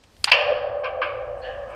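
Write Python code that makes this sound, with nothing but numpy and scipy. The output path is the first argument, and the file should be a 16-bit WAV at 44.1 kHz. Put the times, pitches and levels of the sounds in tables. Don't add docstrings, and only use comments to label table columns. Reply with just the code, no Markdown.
import sys
import numpy as np
from scipy import signal
from scipy.fft import rfft, irfft
from scipy.io import wavfile
from scipy.ndimage import uniform_filter1d

SR = 44100
rng = np.random.default_rng(int(sys.argv[2]) if len(sys.argv) > 2 else 0)


def inscribe(sig):
    pcm = np.round(np.clip(np.atleast_2d(sig).T, -1, 1) * 32767)
    wavfile.write(sys.argv[1], SR, pcm.astype(np.int16))


N = 77175
T = np.arange(N) / SR
HZ = np.fft.rfftfreq(N, 1 / SR)
BLAST_S = 0.3185

# f/Hz, level/dB
AIR_COLOUR = [(88, -35), (150, -6), (566, -9.5), (1040, -14), (2270, -18.5), (4950, -19), (7400, -26.5),
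              (8300, -25.5), (9400, -29.5), (14800, -37), (16000, -58)]
RUMBLE_COLOUR = [(20, -11.5), (53, -6.5), (63, -7.5), (78, 5), (92, -10), (106, 2), (150, -18), (250, -18),
                 (600, -59.5)]
TICK_COLOUR = [(300, -5), (1500, -2), (3000, 7), (5000, -4), (6500, -3.5), (8700, -7), (14000, -30)]
# t/s, level/dB
AIR_LEVEL = [(0, -60), (.22, -57.5), (.32, -53.5), (.4, -84), (.75, -69.5), (1.1, -67.5), (1.45, -61.5),
             (1.75, -59.5)]
AIR_TREBLE_GAIN = [(0, -8), (.25, 10), (.4, -11.5), (.7, -6), (1.1, -1.5), (1.75, -5)]
RUMBLE_LEVEL = [(0, -65), (.17, -61.5), (.2, -52), (.6, -49), (.9, -51.5), (1.2, -51.5), (1.5, -49),
                (1.75, -52.5)]
DRONE_LEVEL = [(0, -66), (1, -57.5), (1.3, -48), (1.75, -50.5)]
# f/Hz, width/Hz, relative level/dB
DRONE_BANDS = [(51.7, 4.4, 5.5), (106, 9.3, -8)]
# f/Hz, width/Hz, level against the hiss/dB
CHIRP_BANDS = [(8340, 810, -7.5), (11400, 900, -20)]
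CHIRP_TIMES = [.81, 1.06, 1.396, 1.709]
# t/s, level/dB, decay/s
TICKS = [(0.037, -50.5, 0.0082), (0.166, -52.5, 0.0035)]
# t/s, f/Hz, width/Hz, level/dB, rise/s, decay/s
CRY_BANDS = [(1.413, 4360, 200, -52.5, 0.014, 0.048), (1.415, 2760, 550, -46, 0.044, 0.094),
             (1.43, 2980, 190, -46, 0.027, 0.066), (1.422, 1713, 135, -40, 0.031, 0.18)]

# f/Hz, time to fade by 60 dB/s
FOREST_FADE = [(300, 5.5), (800, 0.56), (1600, 1.14), (2500, 0.6), (4500, 0.94), (8000, 0.41)]
# f/Hz, width/Hz, relative level/dB, drift/(Hz per s)
ROLL_NOTES = [(505.1, 21, -0.5, 14), (588.4, 24.2, 1.5, -12), (660.5, 25, -12, 0.5), (723.5, 19, -15, -0.5),
              (776.3, 30.7, -11.5, -4.5)]
# f/Hz, level/dB
WASH_COLOUR = [(180, -35), (340, -17), (405, -15.5), (480, 6.5), (600, 7), (880, -6.5), (1200, -1),
               (1400, -13.5), (1650, -7), (2000, -22.5), (3000, -20), (4000, -64.5), (9000, -80)]
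# t/s, level/dB
ROLL_LEVEL = [(0.33, -32), (0.412, -22.5), (0.452, -27), (0.504, -18.5), (0.528, -19), (0.551, -31),
              (0.563, -27), (0.622, -29), (0.646, -23.5), (0.704, -30.5), (0.764, -26), (0.902, -31.5),
              (1.014, -26), (1.04, -41), (1.068, -25), (1.084, -34), (1.204, -29), (1.258, -38.5),
              (1.298, -28.5), (1.43, -38.5), (1.496, -29.5), (1.528, -37.5), (1.61, -33), (1.73, -41.5),
              (1.75, -40)]
WASH_LEVEL = [(0.35, -36), (0.5, -31), (0.8, -38), (1.75, -41)]
# f/Hz, gain/dB
CASE_NOTES = [(1030, -2), (1160, -3), (1232, -0.5), (1758, -5.5), (2321, -5), (2465, -1), (2656, -7.5),
              (2718, -2.5), (2968, -1.5), (3181, 2.5), (4445, -4.5), (4877, 0.5)]
# f/Hz, width/Hz, level/dB, decay/s
CASE_ZING = [(6600, 200, -58, 0.06), (10800, 450, -66, 0.036)]

# t/s, level/dB, rise/s, hold/s, treble tilt/(dB per octave)
THUDS = [(0.832, -28.5, 0.017, 0.013, -1.5), (1.0155, -22.5, 0.00093, 0.004, -2.5),
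         (1.025, -24.5, 0.0017, 0.003, -4), (1.67, -40, 0.089, 0.065, -7)]
# t/s, level/dB
THUD_EDGES = [(.8425, -38.5), (1.016, -42)]
# f/Hz, level/dB
THUD_COLOUR = [(270, -52), (345, -20), (410, -30.5), (600, -22), (950, -9), (1030, -0.5), (1170, 3.5),
               (1400, -11), (1600, 1), (1950, -19.5), (2250, -0.5), (2550, -4), (3100, -10.5),
               (3500, -21.5), (4000, -26), (4400, -26), (5200, -31), (6000, -51.5), (12000, -73)]
EDGE_COLOUR = [(600, -10.5), (2600, 7.5), (3300, -5.5), (3800, -6.5), (5400, -2), (6100, -33.5),
               (12000, -42.5)]
# t/s, relative level/dB
SHOCKS = [(0.243, 4), (0.2432, 6.5)]
# t/s, level/dB, decay/s
SNAPS = [(0.2407, -27.5, 0.0058), (0.2433, -11.5, 0.003)]
GRIT = [(0.2543, -30.5, 0.01), (0.2988, -35, 0.0024)]
# f/Hz, level/dB
SNAP_COLOUR = [(100, -34.5), (350, -17.5), (800, -22.5), (1250, -13), (2300, -10.5), (2600, 4.5), (3100, 6),
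               (3600, -17), (4400, -1.5), (4950, 1), (5850, -27), (6800, -12.5), (9000, -16),
               (13000, -29.5), (16000, -45)]
GRIT_COLOUR = [(200, -15), (1200, -2.5), (3000, 4.5), (4000, -5.5), (6000, -3.5), (8000, -11.5),
               (11500, -18), (15500, -29)]
SPRAY_COLOUR = [(100, -29), (480, -27), (660, -12), (830, 1.5), (1300, -4), (2000, -4), (2900, -4),
                (4000, -13), (4800, -10.5), (6000, -44), (9000, -44), (15000, -62)]
# f/Hz, level/dB
BLAST_COLOUR = [(90, -25.5), (200, -21.5), (420, -22.5), (720, -2.5), (1000, -4.5), (1330, -20), (1900, -1),
                (2100, -8), (2400, 7.5), (3100, -4), (3700, -11), (4900, -5), (5700, -32), (9000, -35.5),
                (15000, -64)]
NEAR_COLOUR = [(100, -28.5), (400, -26), (700, -15), (1000, 1.5), (1350, -14), (1900, -6.5), (2100, -7),
               (2400, 6), (3150, 4), (3500, -14.5), (4000, -15.5), (4800, -11), (6000, -25.5), (8000, -43),
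               (15000, -60.5)]
FOREST_COLOUR = [(200, -38), (350, -37), (500, -10.5), (800, -2.5), (1050, 0), (1400, -9.5), (1750, -2),
                 (2050, -9.5), (2350, -1), (2750, 4.5), (3200, -5.5), (3450, -13), (4000, -25),
                 (4350, -14.5), (5100, -20), (5700, -27.5), (6050, -42), (8300, -44), (14000, -71.5)]


def amp(db):
    return 10 ** (np.asarray(db) / 20)


def unit(x):
    return x / np.sqrt(np.mean(x ** 2) + 1e-20)


def read(points, hz):
    f, value = np.transpose(points)
    return np.interp(np.log(hz + 1), np.log(f), value)


def level(points):
    return amp(np.interp(T, *np.transpose(points)))


def noise(gain):
    return unit(irfft(gain * np.exp(2j * np.pi * rng.random(len(HZ))), N))


def steadied(x, span_s):
    size = max(int(span_s * SR / np.sqrt(2)), 2)
    power = uniform_filter1d(uniform_filter1d(x ** 2, size), size)
    return unit(x / np.sqrt(power + 1e-9))


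def hiss(colour):
    return steadied(noise(amp(read(colour, HZ))), 0.0055)


def peak(hz, width):
    return 1 / (1 + ((HZ - hz) / (0.78 * width)) ** 2)


def ringing(hz, width):
    return steadied(noise(peak(hz, width)), 0.014)


def drifting(hz, width, drift):
    slide = np.exp(1j * np.pi * drift * (T - BLAST_S) ** 2)
    return (signal.hilbert(noise(peak(hz, width))) * slide).real


def click(colour, size=2048):
    log_gain = np.log(amp(read(colour, abs(np.fft.fftfreq(size, 1 / SR)))))
    pulse = np.fft.ifft(np.exp(np.conj(signal.hilbert(log_gain)))).real
    return pulse / np.linalg.norm(pulse)


def burst(start, rise, hold, decay):
    t = T - start
    return np.clip(t / rise, 0, 1) * np.exp(-np.maximum(t - rise - hold, 0) / decay)


def air(split_hz=8400):
    wide = noise(amp(read(AIR_COLOUR, HZ)))
    treble = irfft(rfft(wide) / (1 + (split_hz / (HZ + 1)) ** 10), N)
    return (wide + treble * (level(AIR_TREBLE_GAIN) - 1)) * level(AIR_LEVEL)


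def rumble_and_drone():
    rumble = steadied(noise(amp(read(RUMBLE_COLOUR, HZ))), 0.33)
    drone_gain = sum(amp(db) * peak(hz, width) for hz, width, db in DRONE_BANDS)
    drone = steadied(noise(drone_gain), 0.09)
    return rumble * level(RUMBLE_LEVEL) + drone * level(DRONE_LEVEL)


def insect(half_length_s=0.019):
    rasp = sum(amp(db) * noise(peak(hz, width)) for hz, width, db in CHIRP_BANDS)
    swells = sum(np.exp(-((T - s) / half_length_s) ** 2) for s in CHIRP_TIMES)
    return rasp * swells * level(AIR_LEVEL)


def twigs():
    return hiss(TICK_COLOUR) * sum(amp(db) * burst(s, 0.00073, 0, decay) for s, db, decay in TICKS)


def far_cry():
    return sum(amp(db) * noise(peak(hz, width)) * burst(s, rise, 0.0075, decay)
               for s, hz, width, db, rise, decay in CRY_BANDS)


def forest_echo(gain, start, rise, length_scale=1):
    spectrum = rfft(noise(gain))
    t = np.maximum(T - start, 0)
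    centres_hz = np.geomspace(200, 12000, 12)
    tail = np.zeros(N)
    for hz, weights in zip(centres_hz, np.eye(len(centres_hz))):
        band = irfft(spectrum * np.interp(np.log(HZ + 1), np.log(centres_hz), weights), N)
        fade_s = length_scale * read(FOREST_FADE, hz)
        tail += band * np.exp(-np.log(1000) * t / fade_s)
    return np.minimum(t / rise, 1) * tail


def roll():
    notes = sum(amp(db) * width ** 0.5 * drifting(hz, width, drift)
                for hz, width, db, drift in ROLL_NOTES)
    ring = steadied(notes, 0.03) * level(ROLL_LEVEL)
    wash = noise(amp(read(WASH_COLOUR, HZ))) * level(WASH_LEVEL)
    return (ring + wash) * np.clip((T - BLAST_S) / 0.014, 0, 1)


def with_case_ring(x):
    return x + sum(amp(db) * signal.lfilter(*signal.iirpeak(hz, Q=130, fs=SR), x)
                   for hz, db in CASE_NOTES)


def case_thump():
    zing = sum(amp(db) * ringing(hz, width) * burst(BLAST_S, 0.0017, 0, decay)
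               for hz, width, db, decay in CASE_ZING)
    thump = amp(-46) * ringing(hz=100, width=25) * burst(BLAST_S, 0.002, 0, decay=0.038)
    return zing + thump


def thuds():
    out = hiss(EDGE_COLOUR) * sum(amp(db) * burst(s, 0.0014, 0, decay=0.009) for s, db in THUD_EDGES)
    octaves = np.log2((HZ + 100) / 1000)
    for s, db, rise, hold, tilt in THUDS:
        gain = amp(read(THUD_COLOUR, HZ) + tilt * octaves)
        direct = steadied(noise(gain), 0.014) * burst(s, rise, hold, decay=0.022)
        echo = amp(-6.5) * forest_echo(gain, s, rise + hold, length_scale=0.81)
        out += amp(db) * (direct + echo)
    return out


def dirt_spray(start_s=0.2697, fade_db_per_s=243.5):
    fade = amp(-19.5 - fade_db_per_s * np.maximum(T - start_s, 0))
    return hiss(SPRAY_COLOUR) * fade * burst(start_s, rise=0.01, hold=0.024, decay=0.0038)


def bullet_crack(shock_gain_db=1.5):
    fronts = np.zeros(N)
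    for s, db in SHOCKS:
        fronts[int(s * SR)] += amp(shock_gain_db + db)
    crack = signal.oaconvolve(fronts, click(SNAP_COLOUR))[:N]
    for colour, hits in (SNAP_COLOUR, SNAPS), (GRIT_COLOUR, GRIT):
        bursts = sum(amp(db) * burst(s, 0.00016, 0.00048, decay) for s, db, decay in hits)
        crack += steadied(hiss(colour), 0.0017) * bursts
    return crack


def muzzle_blast(rise_s=0.0015, hold_s=0.0012, decay_s=0.0029):
    t = T - BLAST_S
    front = np.exp(np.minimum(t, 0) / rise_s - np.maximum(t - hold_s, 0) / decay_s)
    near = amp(-13.5) * hiss(NEAR_COLOUR) * burst(BLAST_S, rise=0.0016, hold=0.011, decay=0.016)
    forest = amp(-18) * forest_echo(amp(read(FOREST_COLOUR, HZ)), BLAST_S, rise=0.0072)
    direct = amp(-6) * hiss(BLAST_COLOUR) * front
    return direct + near + forest


def scene():
    bullet = bullet_crack() + dirt_spray()
    bangs = with_case_ring(muzzle_blast() + thuds()) + case_thump()
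    distance = roll() + far_cry()
    background = twigs() + insect() + rumble_and_drone() + air()
    return (bullet + bangs + distance + background)[None]


def record(dry, hardness=24, cutoff_hz=15900):
    squashed = dry / (1 + abs(dry) ** hardness) ** (1 / hardness)
    lowpass = signal.firwin(301, cutoff_hz, window=("kaiser", 9), fs=SR)
    return signal.oaconvolve(squashed, lowpass[None], "same")


dry = scene()
out = record(dry)
inscribe(out)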